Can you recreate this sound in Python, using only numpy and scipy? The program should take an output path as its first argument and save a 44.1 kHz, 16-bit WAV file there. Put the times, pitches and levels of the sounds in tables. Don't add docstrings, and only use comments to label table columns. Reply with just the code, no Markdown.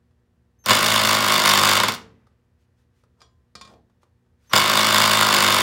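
import sys
import numpy as np
from scipy import signal
from scipy.fft import rfft, irfft, next_fast_len
from scipy.io import wavfile
from scipy.ndimage import uniform_filter1d

SR = 44100
rng = np.random.default_rng(int(sys.argv[2]) if len(sys.argv) > 2 else 0)


def store_pcm(level_fs):
    pcm = np.round(np.clip(level_fs, -1, 1) * 32767).astype(np.int16)
    wavfile.write(sys.argv[1], SR, np.atleast_2d(pcm).T)


N = 247842

# first_s, last_s, top_rate_hz, bite_s, sag_hz_per_s
BURSTS = [(.6943, 1.785, 53.875, .847, 4.26), (4.5615, 5.62, 52.975, 5.107, 7.94)]
# time_s, level_db
BLOW_FORCE = [
    [(0.77, -20.5), (0.92, -16.5), (1.04, -17), (1.07, -17), (1.25, -20), (1.31, -16), (1.43, -18),
     (1.46, -14), (1.78, -16)],
    [(4.64, -20), (4.76, -16.0), (4.91, -17), (4.94, -13.5), (5.09, -16.5), (5.21, -14), (5.24, -18.5),
     (5.36, -14), (5.59, -16)],
]
# start_s, level_db
STRAY_BLOWS = [(.660, -21.5), (.685, -17.5), (.7055, -10.5), (1.8, -14.5), (1.834, -15.5), (1.883, -17),
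               (4.533, -10.5), (4.5551, -15)]
# pitch_hz, nominal_width_hz, gain_db
TOOL_MODES = [(643.6, 190, -8.5), (1002, 140, -1), (1394, 280, -1.5), (1720, 320, -4), (2185, 110, 1.5),
              (2870, 180, -3.5), (3566, 160, 0.5), (4426, 150, -5.5), (4980, 300, -8.5), (5680, 200, -17.5),
              (6923, 660, -13)]
# pitch_hz, nominal_width_hz, gain_db
BENCH_MODES = [(106.7, 10, -0.5), (203, 26, 0.5), (246.6, 82, -7), (360.8, 16, -2.5), (396.8, 17, -4.5),
               (505, 17, -1), (641, 66, -3.5), (731, 30, -2.5), (1086.4, 43, 7)]
# freq_hz, gain_db
CRACK_SPECTRUM = [(300, -60.5), (1500, -19), (3000, -3), (4500, 5), (6200, -1), (7200, -3), (9000, -2.5),
                  (11000, -5.5), (14000, -6.5), (15600, -4.5)]
# press_s, motor_start_s, release_s
TRIGGER_PULLS = [(.589, 0.64, 1.878), (4.472, 4.496, 5.7)]
# freq_hz, gain_db
WHIRR_SPECTRUM = [(47, -30.5), (80, -13), (177, -8.5), (774, -8.5), (1080, 4.5), (1600, -2), (1950, -4),
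                  (2490, -6.5), (2720, -4), (5040, -12), (15500, -33)]
# freq_hz, gain_db
BEARING_SPECTRUM = [(100, -14), (250, 1), (500, -8), (1000, -6), (2000, -9), (5000, -25), (15000, -44)]
# start_s, clink_db, thud_db
CLINKS = [(3.205, -51.5, -83), (3.217, -43.5, -73.5), (3.553, -32, -53), (3.612, -32.5, -55),
          (3.650, -41.5, -63), (3.675, -47, -73), (3.736, -57, -74)]
# pitch_hz, gain_db, t60_s
SQUARE_MODES = [(481, -5, 0.38), (704, -2, 0.13), (1085, 8, 0.12), (1235, 10.5, 0.038), (1590, -1.5, 0.17),
                (1865, -2, 0.15), (2395, 9.5, 0.049), (3040, -10.5, 0.23), (3320, -3, 0.19),
                (3580, 3, 0.086), (3920, -3, 0.2), (4350, 1, 0.2), (4530, 4, 0.081), (5040, 10.5, 0.038),
                (5780, -4, 0.16), (6800, -6, 0.09), (7000, -9, 0.14), (8500, -10, .12), (9450, -7, 0.086)]
# pitch_hz, level_db, t60_s
BLADE_MODES = [(1028, -74, 0.99), (5750, -63, 0.26), (7060, -67, 0.27)]
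# freq_hz, gain_db
TICK_SPECTRUM = [(200, -2.0), (1200, 0), (2800, -1.5), (4800, 4.5), (9000, -9), (15000, -28)]
# start_s, level_db
KNOCKS = [(.108, -64), (2.268, -53), (3.036, -53.5), (3.897, -61), (4.031, -50), (4.262, -66.5)]
# freq_hz, gain_db
WOOD_SPECTRUM = [(150, -11), (450, -2.5), (800, -3), (1250, 1), (2000, -18), (4600, -17), (9000, -24.5),
                 (15000, -38)]
# centre_s, half_length_s, level_db, brightness (0-1)
SLIDES = [(3.222, 0.033, -64.5, 0.7), (3.718, .06, -54, 0.23)]
# freq_hz, gain_db
RUB_SPECTRUM = [(80, 1), (200, 0), (450, 0), (800, -0.5), (1300, -17.5), (4000, -42)]
# centre_s, half_length_s, level_db
BRUSHES = [(2.62, 0.032, -78), (2.805, 0.037, -77.5), (2.988, 0.047, -76.5), (3.192, 0.018, -84),
           (4.026, 0.011, -71.5), (4.466, 0.058, -70.5)]
# freq_hz, gain_db
SKIN_SPECTRUM = [(300, -12), (1500, 9), (3000, 5), (6000, 2), (10000, -4), (15000, -10)]
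# pitch_hz, level_db
MAINS_HUM = [(119.8, -70.5), (179.7, -78.5), (240, -75), (360, -83.5), (480, -82.5), (1561, -94),
             (1680, -95.5), (1798, -92.5), (1922, -94.5)]
# freq_hz, gain_db
VENT_SPECTRUM = [(20, -23.5), (45, -14), (70, 2.5), (100, -6), (150, -15.5), (240, -19.5), (330, -23.5),
                 (480, -24), (650, -29), (1000, -30.5), (1900, -37.5), (2150, -38), (6000, -46),
                 (16000, -54.5)]
# freq_hz, t60_s
ROOM_DECAY = [(150, 0.85), (500, 0.41), (1100, 0.3), (2000, 0.26), (6000, 0.26), (14000, 0.14)]


def hammer(repeat_share=0.55, body_db=-4.5, steel_db=-1.66, snap_db=-7.5, thump_db=-17, rebound_db=-7):
    body, steel, thump = np.zeros((3, N))
    t = np.arange(SR // 20) / SR
    gain = np.sqrt(SR / 52)

    def contact():
        return puff(t, rise_s=.00088, t60_s=.023)

    def varied(faces):
        return np.sqrt(repeat_share) * faces * fade(t, .18) + np.sqrt(1 - repeat_share) * contact()

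    lugs, ramps = whiten(contact()), whiten(contact())
    steady, loose = steady_blows(), loose_blows()
    for s, db, crack_db in steady + loose:
        add(body, s + .0005, gain * amp(db + body_db) * varied(lugs))
        add(steel, s + .0004, gain * amp([crack_db + snap_db]))
        add(steel, s, gain * amp(crack_db + steel_db) * puff(t, .00081, .012))
    for s, db, _ in loose:
        add(thump, s + .0022, gain * amp([db - 8]))
    for s, db, crack_db in steady:
        add(thump, s + .002, gain * amp([.49 * db + thump_db]))
        tick_shift, scrape_shift, tick_force, scrape_force = rng.standard_normal(4)
        tick = amp(crack_db - 11 + 2.7 * tick_force) * puff(t, .00029, .007)
        scrape = amp(crack_db - 10 + 4 * scrape_force) * puff(t, .00033, .0071)
        add(steel, s + .012 + .00047 * tick_shift, gain * tick)
        add(steel, s + .0148 + .00081 * scrape_shift, gain * scrape)
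        add(body, s + .0135, gain * amp(db + rebound_db + 2 * scrape_force) * varied(ramps))
    return resonate(body, TOOL_MODES) + colour(steel, CRACK_SPECTRUM), resonate(thump, BENCH_MODES)


def steady_blows(lag_hz=1.955, settle_s=.151, kick_db=9, kick_s=.03, jitter_s=.00008):
    rows = []
    for (first_s, last_s, top_hz, bite_s, sag_hz_per_s), force in zip(BURSTS, BLOW_FORCE):
        t = np.arange(first_s, last_s, 1 / SR)
        sag_hz = sag_hz_per_s * np.maximum(t - bite_s, 0)
        rate_hz = top_hz - lag_hz * np.exp((first_s - t) / settle_s) - sag_hz
        slips = np.cumsum(rate_hz) / SR
        s = np.interp(np.arange(int(slips[-1]) + 1), slips, t)
        momentum_db = kick_db * np.exp((first_s - s) / kick_s)
        force_db = np.interp(s, *np.transpose(force)) + momentum_db
        tightening_db = -.13 * np.interp(s, t, sag_hz)
        shift, scatter_db, sharpness = rng.standard_normal((len(s), 3)).T
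        body_db = force_db - 1 + scatter_db
        crack_db = -25 + tightening_db + .65 * (force_db - force_db.mean()) + scatter_db + 1.2 * sharpness
        rows += zip(s + jitter_s * shift, body_db, crack_db)
    return rows


def loose_blows(bounce_s=.0098, bounce_db=-9, chatter_s=1.921, gap_s=.017, gap_ratio=.49, loss_db=3):
    rows = [(s + k * bounce_s, db + k * bounce_db, -27 + k * bounce_db)
            for s, db in STRAY_BLOWS for k in (0, 1)]
    s = chatter_s
    for k in range(4):
        rows.append((s, -33 - k * loss_db, -34.5 - k * loss_db))
        s += gap_s * gap_ratio ** k
    return rows


def motor(idle_hz=6300, loaded_hz=5830, coast_hz=467.5, spin_up_db_per_s=758, brake_db_per_s=215):
    t, sound = np.arange(N) / SR, np.zeros(N)
    for press_s, start_s, release_s in TRIGGER_PULLS:
        running, coast_s = t > start_s, np.maximum(t - release_s, 0)
        whistle_hz = np.where(running, loaded_hz, idle_hz)
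        whistle_gain = (t > press_s) * (t < start_s + .02) * amp(np.where(running, -48.5, -65.5))
        whistle = tone(whistle_hz) + amp(-11) * tone(2 * whistle_hz)
        sound += uniform_filter1d(whistle_gain, size=130) * whistle
        whirr_db = np.minimum(-57 + spin_up_db_per_s * (t - start_s), -24) - brake_db_per_s * coast_s
        sound += running * amp(whirr_db) * noise(WHIRR_SPECTRUM)
        rotor = amp(-40.5 - 105 * coast_s) * tone(coast_hz - 110 * coast_s)
        bearings = amp(-53.5 - 55 * coast_s) * noise(BEARING_SPECTRUM)
        sound += (t > release_s) * (rotor + bearings)
    return sound


def metal_square(ring_db=-2.5, tick_db=15, board_db=28, lift_s=3.216, airborne_s=.27):
    ring, ticks, thuds = np.zeros((3, N))
    t = np.arange(SR) / SR
    hz, mode_db, t60_s = np.transpose(SQUARE_MODES)[:, :, None]
    for s, clink_db, thud_db in CLINKS:
        gains = amp(mode_db + 3 * rng.standard_normal(hz.shape))
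        modes = gains * np.sin(2 * np.pi * (hz * t + rng.random(hz.shape))) * fade(t, t60_s)
        add(ring, s, amp(clink_db + ring_db) * modes.sum(0) / np.linalg.norm(gains))
        add(ticks, s, amp(clink_db + tick_db) * puff(t, rise_s=.000094, t60_s=.044))
        add(thuds, s, amp([thud_db + board_db]))
    for hz, db, t60_s in BLADE_MODES:
        add(ring, lift_s, amp(db) * np.sin(2 * np.pi * hz * t) * fade(t, t60_s) * (t < airborne_s))
    return ring + colour(ticks, TICK_SPECTRUM) + resonate(thuds, BENCH_MODES[:3])


def knocks(gain_db=17.5):
    taps, t = np.zeros(N), np.arange(SR // 5) / SR
    for s, db in KNOCKS:
        add(taps, s, amp(db + gain_db) * puff(t, rise_s=.00081, t60_s=.042))
    return colour(taps, WOOD_SPECTRUM)


def slides(grain_db=3, dulling_per_s=6.2):
    t, sound = np.arange(N) / SR, np.zeros(N)
    grain = amp(grain_db * unit(uniform_filter1d(rng.standard_normal(N), size=200)))
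    scrape, rub = noise(WOOD_SPECTRUM), noise(RUB_SPECTRUM)
    for s, half_s, db, brightness in SLIDES:
        bright = np.clip(brightness - dulling_per_s * (t - s), 0, 1)
        sound += amp(db) * swell(s, half_s) * (np.sqrt(bright) * scrape + np.sqrt(1 - bright) * rub)
    return grain * sound


def brushes():
    return sum(amp(db) * swell(s, half_s) for s, half_s, db in BRUSHES) * noise(SKIN_SPECTRUM)


def workshop(vent_db=-63.5):
    t = np.arange(N) / SR
    hum = sum(amp(db) * np.sqrt(2) * np.sin(2 * np.pi * (hz * t + rng.random())) for hz, db in MAINS_HUM)
    return hum + amp(vent_db) * noise(VENT_SPECTRUM)


def room(x, build_s=.0013):
    hz, t, bands = signal.stft(rng.standard_normal(SR), SR, nperseg=256)
    envelope = fade(t, along(ROOM_DECAY, hz)[:, None]) * (1 - np.exp(-t / build_s))
    tail = signal.istft(bands * envelope, SR, nperseg=256)[1]
    return signal.fftconvolve(x, tail / np.linalg.norm(tail))[:N]


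def amp(db):
    return 10 ** (np.asarray(db) / 20)


def unit(x):
    return x / np.sqrt(np.mean(x ** 2) + 1e-20)


def fade(t, t60_s):
    return np.exp(-np.log(1000) * t / t60_s)


def swell(centre_s, half_s):
    return np.exp(-((np.arange(N) / SR - centre_s) / half_s) ** 2)


def tone(hz):
    return np.sin(2 * np.pi * np.cumsum(hz) / SR)


def noise(spectrum):
    return unit(colour(rng.standard_normal(N), spectrum))


def puff(t, rise_s, t60_s):
    x = rng.standard_normal(len(t)) * (1 - np.exp(-t / rise_s)) * fade(t, t60_s)
    return x / np.linalg.norm(x)


def whiten(x):
    flat = irfft(np.exp(1j * np.angle(rfft(x))), len(x))
    return flat / np.linalg.norm(flat)


def add(track, start_s, sound):
    part = track[round(start_s * SR):][:len(sound)]
    part += sound[:len(part)]


def along(points, hz):
    point_hz, values = np.transpose(points)
    return np.interp(np.log(hz + 1), np.log(point_hz + 1), values)


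def through(x, response):
    size = 2 * next_fast_len(N // 2 + SR // 4)
    gain = response(np.fft.rfftfreq(size, 1 / SR))
    gain /= np.sqrt(np.mean(np.abs(gain) ** 2))
    return irfft(rfft(x, size) * gain, size)[:N]


def colour(x, spectrum):
    def response(hz):
        cepstrum = irfft(np.log(amp(along(spectrum, hz))))
        return np.exp(rfft(2 * cepstrum[:len(hz) - 1], len(cepstrum)))
    return through(x, response)


def resonate(x, modes):
    def response(hz):
        total = 0
        for k, (pitch_hz, width_hz, db) in enumerate(modes):
            damping = 1j * hz * max(width_hz, 20, pitch_hz / 30)
            total += (-1) ** k * amp(db) * damping / (pitch_hz ** 2 - hz ** 2 + damping)
        return total
    return through(x, response)


def scene():
    rattle, thump = hammer()
    near = rattle + motor() + metal_square() + knocks() + slides() + brushes()
    reflections = room(amp(-7.5) * near + amp(-13) * thump)
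    mono = near + thump + reflections + workshop()
    return np.array([mono, mono])


def record(dry, low_cut_hz=50, top_hz=15950):
    lean = signal.sosfilt(signal.butter(2, low_cut_hz, "highpass", fs=SR, output="sos"), dry)
    rounded = lean / (1 + np.abs(lean) ** 6) ** (1 / 6)
    lowpass = signal.firwin(301, top_hz, window="blackman", fs=SR)
    return signal.fftconvolve(rounded, lowpass[None], mode="same", axes=1)


dry = scene()
out = record(dry)
store_pcm(out)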